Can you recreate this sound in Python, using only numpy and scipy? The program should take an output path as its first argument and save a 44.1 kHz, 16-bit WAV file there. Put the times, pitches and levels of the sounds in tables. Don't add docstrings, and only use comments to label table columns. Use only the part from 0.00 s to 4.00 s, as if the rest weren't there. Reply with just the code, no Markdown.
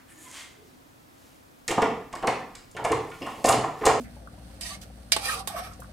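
import sys
import numpy as np
from scipy import signal
from scipy.fft import rfft, irfft
from scipy.io import wavfile

SR = 44100
rng = np.random.default_rng(int(sys.argv[2]) if len(sys.argv) > 2 else 0)


def boost(x):
    u = np.asarray(x, float) / 20
    return 10 ** u


def generate_wav(sig):
    pcm = np.round(np.clip(np.atleast_2d(sig).T, -1, 1) * 32767).astype(np.int16)
    wavfile.write(sys.argv[1], SR, pcm)


N = 176400

# (frequency [Hz], side minus mid [dB])
FLOOR_COLOUR = [(15, -37), (30, -14.5), (96, -6.5), (228, -11.5), (261, -3), (413, -17), (460, -14.5),
                (2580, -26), (15700, -32)]
FLOOR_SPREAD = [(60, -9.5), (240, -3), (950, 6), (3770, -1.5), (15000, -10.5)]
# (frequency [Hz], t60 [s])
ROOM_DECAY = [(60, 0.77), (160, 0.86), (420, 0.52), (1100, 0.55), (2900, 0.54), (7700, 0.45), (14000, 0.2)]
# (frequency [Hz], level [dB])
ROOM_TONE = [(60, -3.5), (250, 2), (1000, 3), (3000, 4), (8000, -0.5), (14000, 5)]
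# (frequency [Hz], side minus mid [dB])
ROOM_SPREAD = [(60, -23), (250, -20.5), (700, -11), (2000, -8.5), (5000, -6), (9000, -7), (13000, -24)]
# (frequency [Hz], level [dB])
EARLIER_KNOCK_COLOUR = [(150, -20), (300, -19.5), (2000, -11.0), (4000, -36)]
# (centre time [s], half length [s], level [dB], centre frequency [Hz], width [octaves])
CLOTH_STROKES = [(0.11, 0.017, -57.5, 9000, 0.33), (0.096, 0.012, -60, 1800, 1),
                 (0.23, 0.035, -54.5, 8700, 0.46), (.27, 0.097, -58, 1240, 2.3),
                 (0.61, 0.043, -60, 407, 0.18), (0.37, 0.059, -50, 7600, 0.41),
                 (0.38, 0.034, -46.5, 2060, 1.46), (0.68, .04, -67, 2700, 1.9),
                 (1.25, 0.078, -64.5, 3400, 1.9), (2.55, 0.47, -59, 36, 0.38),
                 (3.334, 0.21, -57, 5700, 1.1), (3.3, 0.069, -55.5, 2300, 0.46),
                 (3.835, 0.046, -54, 2400, 2), (0.272, 0.018, -58, 1020, .04),
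                 (0.266, 0.018, -59, 2090, 0.049), (0.262, 0.012, -60, 3290, .03),
                 (0.22, 0.057, -61, 6800, .02), (0.396, .025, -55, 2070, 0.059),
                 (0.363, 0.019, -60, 3100, 0.22), (0.17, 0.048, -58.5, 324, 0.072),
                 (0.16, 0.055, -63, 1780, .03)]
# (time [s], level [dB])
BENCH_PUSHES = [(1.673, -49), (1.738, -37), (1.775, -34), (1.828, -42), (2.223, -45), (2.255, -31.5),
                (2.646, -46), (2.784, -38.5), (2.849, -36), (2.915, -21), (3.206, -34.5), (3.437, -34),
                (3.47, -20), (3.548, -24), (3.882, -27)]
# (frequency [Hz], level [dB], t60 [s])
BENCH_MODES = [(61, -13, 0.34), (99, -8, 0.12), (122, 0.5, 0.17), (170, -10, 0.095)]
# (time [s], peak level [dB], brightness [dB per octave])
STEEL_TICKS = [(1.679, -18.5, -3.5), (1.689, -26, -2), (1.706, -35, 9), (1.712, -23.5, -3.5),
               (1.819, -27.5, -7.5), (2.128, -39, -5.5), (2.153, -34, -4.5), (2.224, -40.5, 2),
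               (2.271, -23, -7), (2.552, -35, -6), (2.713, -42, 3), (2.766, -38.5, -7.5), (2.842, -33, -1),
               (2.849, -23.5, 2.5), (2.918, -25, -5), (3.101, -43, 11), (3.221, -48.5, -14),
               (3.264, -37.5, 7), (3.443, -20.5, -2.5), (3.451, -23, -3), (3.457, -17.5, -5),
               (3.468, -19.5, 22), (3.484, -17, 13), (3.489, -8.5, 5.5), (3.502, -23, 15),
               (3.509, -19.5, 19), (3.523, -25, -14), (3.852, -25, -4), (3.855, -15, 0), (3.864, -15, -5.5)]
# (frequency [Hz], level [dB])
STEEL_COLOUR = [(700, -35), (3000, -18), (4400, -2), (5500, -1), (7500, 4), (9500, -0.5), (11500, -13),
                (15500, -42)]
# (time [s], level [dB], brightness [dB per octave])
HASP_CLANKS = [(1.681, -25.5, -4), (1.706, -25, 12), (1.774, -29.5, -9), (1.82, -23, -1), (2.127, -39, 1),
               (2.154, -38.5, -9), (2.226, -33.5, -2), (2.273, -21, -7), (2.55, -43, 0), (2.767, -31, -7),
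               (2.777, -41, -9), (2.847, -25.5, -1.5), (2.918, -27.5, -1), (3.115, -37.5, -4),
               (3.225, -42, -3), (3.263, -37.5, 1), (3.443, -23.5, 3), (3.483, -20, 2), (3.526, -24.5, 1),
               (3.638, -37.5, -19), (3.811, -38.5, -9), (3.837, -34, -14), (3.855, -24, 6),
               (3.867, -19, -4.5)]
# (frequency [Hz], level [dB], t60 [s])
HASP_MODES = [(1386, -2.5, 0.018), (1720, -6.5, 0.0089), (1793, 0, 0.024), (1954, -1, 0.0093),
              (2064, 1.5, 0.01), (2207, -3, 0.017), (2410, -6.5, 0.02), (2700, -19.5, 0.01),
              (2718, -1.5, 0.013), (2890, -7.5, 0.015), (3050, -1.5, 0.009), (3440, 1.5, 0.0044),
              (3810, -8, 0.0078)]
# (time [s], peak level [dB], chatter [ms], brightness [dB per octave],
# pitch favoured by the spot struck [Hz])
PLANK_THUDS = [(1.683, -23, 14.1, -2, 425), (1.704, -16.5, 16.4, -3.5, 336), (1.71, -25.5, 16, 9.5, 810),
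               (1.775, -10.5, 13, -2, 850), (1.779, -16, 9.5, 5, 1040), (1.82, -12, 11.9, -1, 444),
               (1.825, -19, 9, 0.5, 1070), (1.864, -35.5, 22, 0, 725), (1.895, -30, 12.8, 2, 440),
               (2.129, -28, 19.8, 0.5, 1080), (2.157, -32.5, 14.7, -6, 517), (2.227, -14, 26, -0.5, 1070),
               (2.275, -15.5, 10, 0, 440), (2.279, -14.5, 9.6, 1, 1070), (2.75, -29, 23, -7, 383),
               (2.78, -25, 20, 2, 930), (2.815, -31, 14.3, -2.5, 890), (2.843, -14.5, 22, 1, 705),
               (2.903, -15, 14, -3.5, 440), (2.922, -24, 12.4, 12, 1050), (2.944, -32, 9.2, 0, 440),
               (3.009, -28.5, 10, -3, 340), (3.211, -23.5, 22.8, -4.5, 296), (3.257, -26, 33, 8.5, 980),
               (3.38, -28.5, 23, -5, 294), (3.442, -11.5, 10.1, -2, 676), (3.47, -14.5, 13, 5, 660),
               (3.482, -14, 9.75, -3, 422), (3.49, -12, 18.2, 6.5, 1070), (3.53, -18, 17, -4.5, 432),
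               (3.58, -17.5, 12.1, -5, 440), (3.638, -17, 6.9, 4.5, 1015), (3.809, -22.5, 22, -2.5, 440),
               (3.834, -23, 14, 10, 770), (3.849, -13, 14.4, 0.5, 442), (3.865, -7, 8.35, 0.5, 465),
               (3.891, -14.5, 11.4, 7.5, 836), (3.938, -27, 10.2, -4, 810)]
# (frequency [Hz], level [dB], t60 [s])
PLANK_MODES = [(264, -12.5, 0.038), (287, -4.5, 0.048), (324.4, -6, 0.069), (442.5, -2, 0.078),
               (508, -2.5, 0.041), (552, -6.5, 0.092), (673, -2, 0.05), (730, -3, 0.072),
               (781, -1.5, 0.063), (850, -3, 0.036), (917, -3, 0.045), (1021, -9, 0.014),
               (1070, 0.5, 0.033), (1215, -6, 0.036)]
# (time [s], level [dB])
SHACKLE_SQUEAKS = [
    (2.749, -46),
    (3.2195, -35),
    (3.228, -35.5),
    (3.265, -41),
    (3.29, -47),
]
# (frequency [Hz], level [dB], t60 [s])
SHACKLE_MODES = [(2180, -3, 0.027), (2800, 1.5, 0.024), (3320, -5, 0.026), (4340, -15, .02),
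                 (5130, -7.5, 0.017)]

FLOOR_DB, ROOM_DB, EARLIER_KNOCK_DB = -54, -4, -4
ROOM_BUILD_S, ROOM_SHIFT_S = 0.0037, 0.009
RUMBLE_DB, TICK_DB, CRACK_DB, CLANK_DB, THUD_DB = -7, -19.5, -10, -8, -13.5
TICK_CHATTER_S, STEEL_T60_S = 0.007, 0.006
SPOT_DB, SPOT_OCTAVES, UNEVEN_DB = 7.5, 0.063, 2.5
GRAINS_PER_S, GRAIN_DB = 6000, 3.0
LEAN_DB = -0.38
TOP_HZ = 15880


def rms_one(x):
    return x / np.sqrt(np.mean(x ** 2) + 1e-20)


def at_hz(points, hz):
    table = np.array(points)
    return np.interp(np.log(hz + 1), np.log(table[:, 0]), table[:, 1])


def colour(x, points):
    gain = boost(at_hz(points, np.fft.rfftfreq(x.shape[-1], 1 / SR)))
    return irfft(rfft(x) * gain, x.shape[-1])


def band_pass(x, low, high):
    return signal.sosfilt(signal.butter(2, [low, high], "band", fs=SR, output="sos"), x)


def widen(pair, spread):
    side = colour(pair[1], spread)
    return np.array([pair[0] + side, pair[0] - side])


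def strike(times, levels_db, tilts_db, chatter_s, lead_db, modes, count, spots_hz=1):
    order = np.arange(count)
    early = rng.random((len(times), count)) * (order > 0)
    when = (order - early) / (count - 1)
    at = ((times[:, None] + when * chatter_s) * SR).astype(int)
    touch_db = levels_db[:, None] + lead_db * (1 - 2 * when).clip(0) - 6 * when
    chance = rng.standard_normal((len(times), count, len(modes), 2))
    uneven_db, sign = UNEVEN_DB * chance[..., 0], np.sign(chance[..., 1])
    middle = np.mean(np.log2(np.array(modes)[:, 0]))
    rings, hits = np.zeros(N + 4000), np.zeros(N + 4000)
    np.add.at(hits, at, boost(touch_db) * sign[..., 0])
    for k, (hz, db, t60) in enumerate(modes):
        clicks = np.full(len(rings), 1e-18)
        spot_db = SPOT_DB * np.exp(-(np.log2(hz / spots_hz) / SPOT_OCTAVES) ** 2 / 2)
        tilt_db = tilts_db[:, None] * (np.log2(hz) - middle)
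        mode_db = db + spot_db + tilt_db + uneven_db[..., k]
        np.add.at(clicks, at, boost(touch_db + mode_db) * sign[..., k])
        r, w = boost(-60 / (t60 * SR)), 2 * np.pi * hz / SR
        rings += signal.lfilter([0, np.sin(w)], [1, -2 * r * np.cos(w), r * r], clicks)
    return rings[:N], hits[:N]


def room_floor():
    hush = colour(rng.standard_normal((2, N)), FLOOR_COLOUR)
    return boost(FLOOR_DB) * rms_one(widen(hush, FLOOR_SPREAD))


def room_answers():
    t = np.arange(SR // 2 + 8000) / SR
    edges = 30 * 2 ** np.arange(0, 9.6, .5)
    white = rng.standard_normal((2, 4, 2, len(t)))
    tails = 0
    for k, (low, high) in enumerate(zip(edges, edges[1:])):
        hz = np.sqrt(low * high)
        fade_db = at_hz(ROOM_TONE, hz) - 60 * t / at_hz(ROOM_DECAY, hz)
        tails = tails + band_pass(white[k % 2], low, high) * boost(fade_db)
    build = (1 - np.exp(-t / ROOM_BUILD_S)) / np.sqrt(0.023 * SR)
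    return [widen(pair * build, ROOM_SPREAD) for pair in tails]


def earlier_knock(answer):
    return boost(EARLIER_KNOCK_DB) * colour(answer, EARLIER_KNOCK_COLOUR)[:, 2000:]


def cloth():
    t = np.arange(N) / SR
    octave = np.log2(np.fft.rfftfreq(N, 1 / SR) + 1)
    size = boost(GRAIN_DB * rng.exponential(1, (3, N)).clip(0, 4))
    present = rng.random((3, N)) < GRAINS_PER_S / SR
    grains = rfft(present * rng.standard_normal((3, N)) * size)
    out = np.zeros(N)
    for k, (s, half, db, hz, width) in enumerate(CLOTH_STROKES):
        response = 1 / (1 + ((octave - np.log2(hz)) / width) ** 4)
        band = rms_one(irfft(grains[k % 3] * response, N))
        out += boost(db) * band * np.exp(-((t - s) / half) ** 2 / 2)
    return out


def bench():
    s, db = np.transpose(BENCH_PUSHES)
    pushes = strike(s, db + RUMBLE_DB, 0 * s, 0.0313, -7.5, BENCH_MODES, count=4)[0]
    return band_pass(pushes, 60, 260)


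def lock_and_jaws():
    s, db, tilt_db = np.transpose(STEEL_TICKS)
    pitches = np.linspace(3800, 15500, 56) + rng.uniform(-90, 90, 56)
    crowd = [(hz, at_hz(STEEL_COLOUR, hz), STEEL_T60_S) for hz in pitches]
    ticks, hits = strike(s, db + TICK_DB, tilt_db, TICK_CHATTER_S, -0.49, crowd, count=10)
    return ticks + boost(CRACK_DB) * colour(hits, STEEL_COLOUR)


def hasp():
    s, db, tilt_db = np.transpose(HASP_CLANKS)
    return strike(s, db + CLANK_DB, tilt_db, TICK_CHATTER_S * 1.7, -7.0, HASP_MODES, count=12)[0]


def plank():
    s, db, chatter_ms, tilt_db, spot_hz = np.transpose(PLANK_THUDS)
    chatter_s = chatter_ms[:, None] / 1000
    return strike(s, db + THUD_DB, tilt_db, chatter_s, -10.0, PLANK_MODES, count=8,
                  spots_hz=spot_hz[:, None])[0]


def shackle():
    s, db = np.transpose(SHACKLE_SQUEAKS)
    return strike(s, db - 5.5, 0 * s, .008, 0, SHACKLE_MODES, count=4)[0]


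def in_room(dry, answers):
    turn = np.arange(N) / SR / ROOM_SHIFT_S
    wet = np.zeros((2, N))
    for k, answer in enumerate(answers):
        share = np.cos(np.pi / 2 * np.abs((turn - k) % 4 - 2).clip(0, 1))
        wet += signal.fftconvolve((dry * share)[None], answer, axes=1)[:, :N]
    return boost(ROOM_DB) * wet


def scene():
    answers = room_answers()
    dry = cloth() + bench() + lock_and_jaws() + hasp() + plank() + shackle()
    wet = in_room(dry, answers)
    tail = earlier_knock(answers[0])
    wet[:, :tail.shape[1]] += tail
    lean = boost(np.array([[LEAN_DB], [-LEAN_DB]]))
    return (dry + wet) * lean + room_floor()


def top_cut(x):
    return signal.sosfilt(signal.butter(12, 15880, fs=SR, output="sos"), x)


def record(dry):
    soft = 1.3 * np.tanh(dry / 1.3)
    passed = np.fft.rfftfreq(N, 1 / SR) < TOP_HZ
    mix = irfft(rfft(soft) * passed, N)
    return top_cut(mix)


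dry = scene()
out = record(dry)
generate_wav(out)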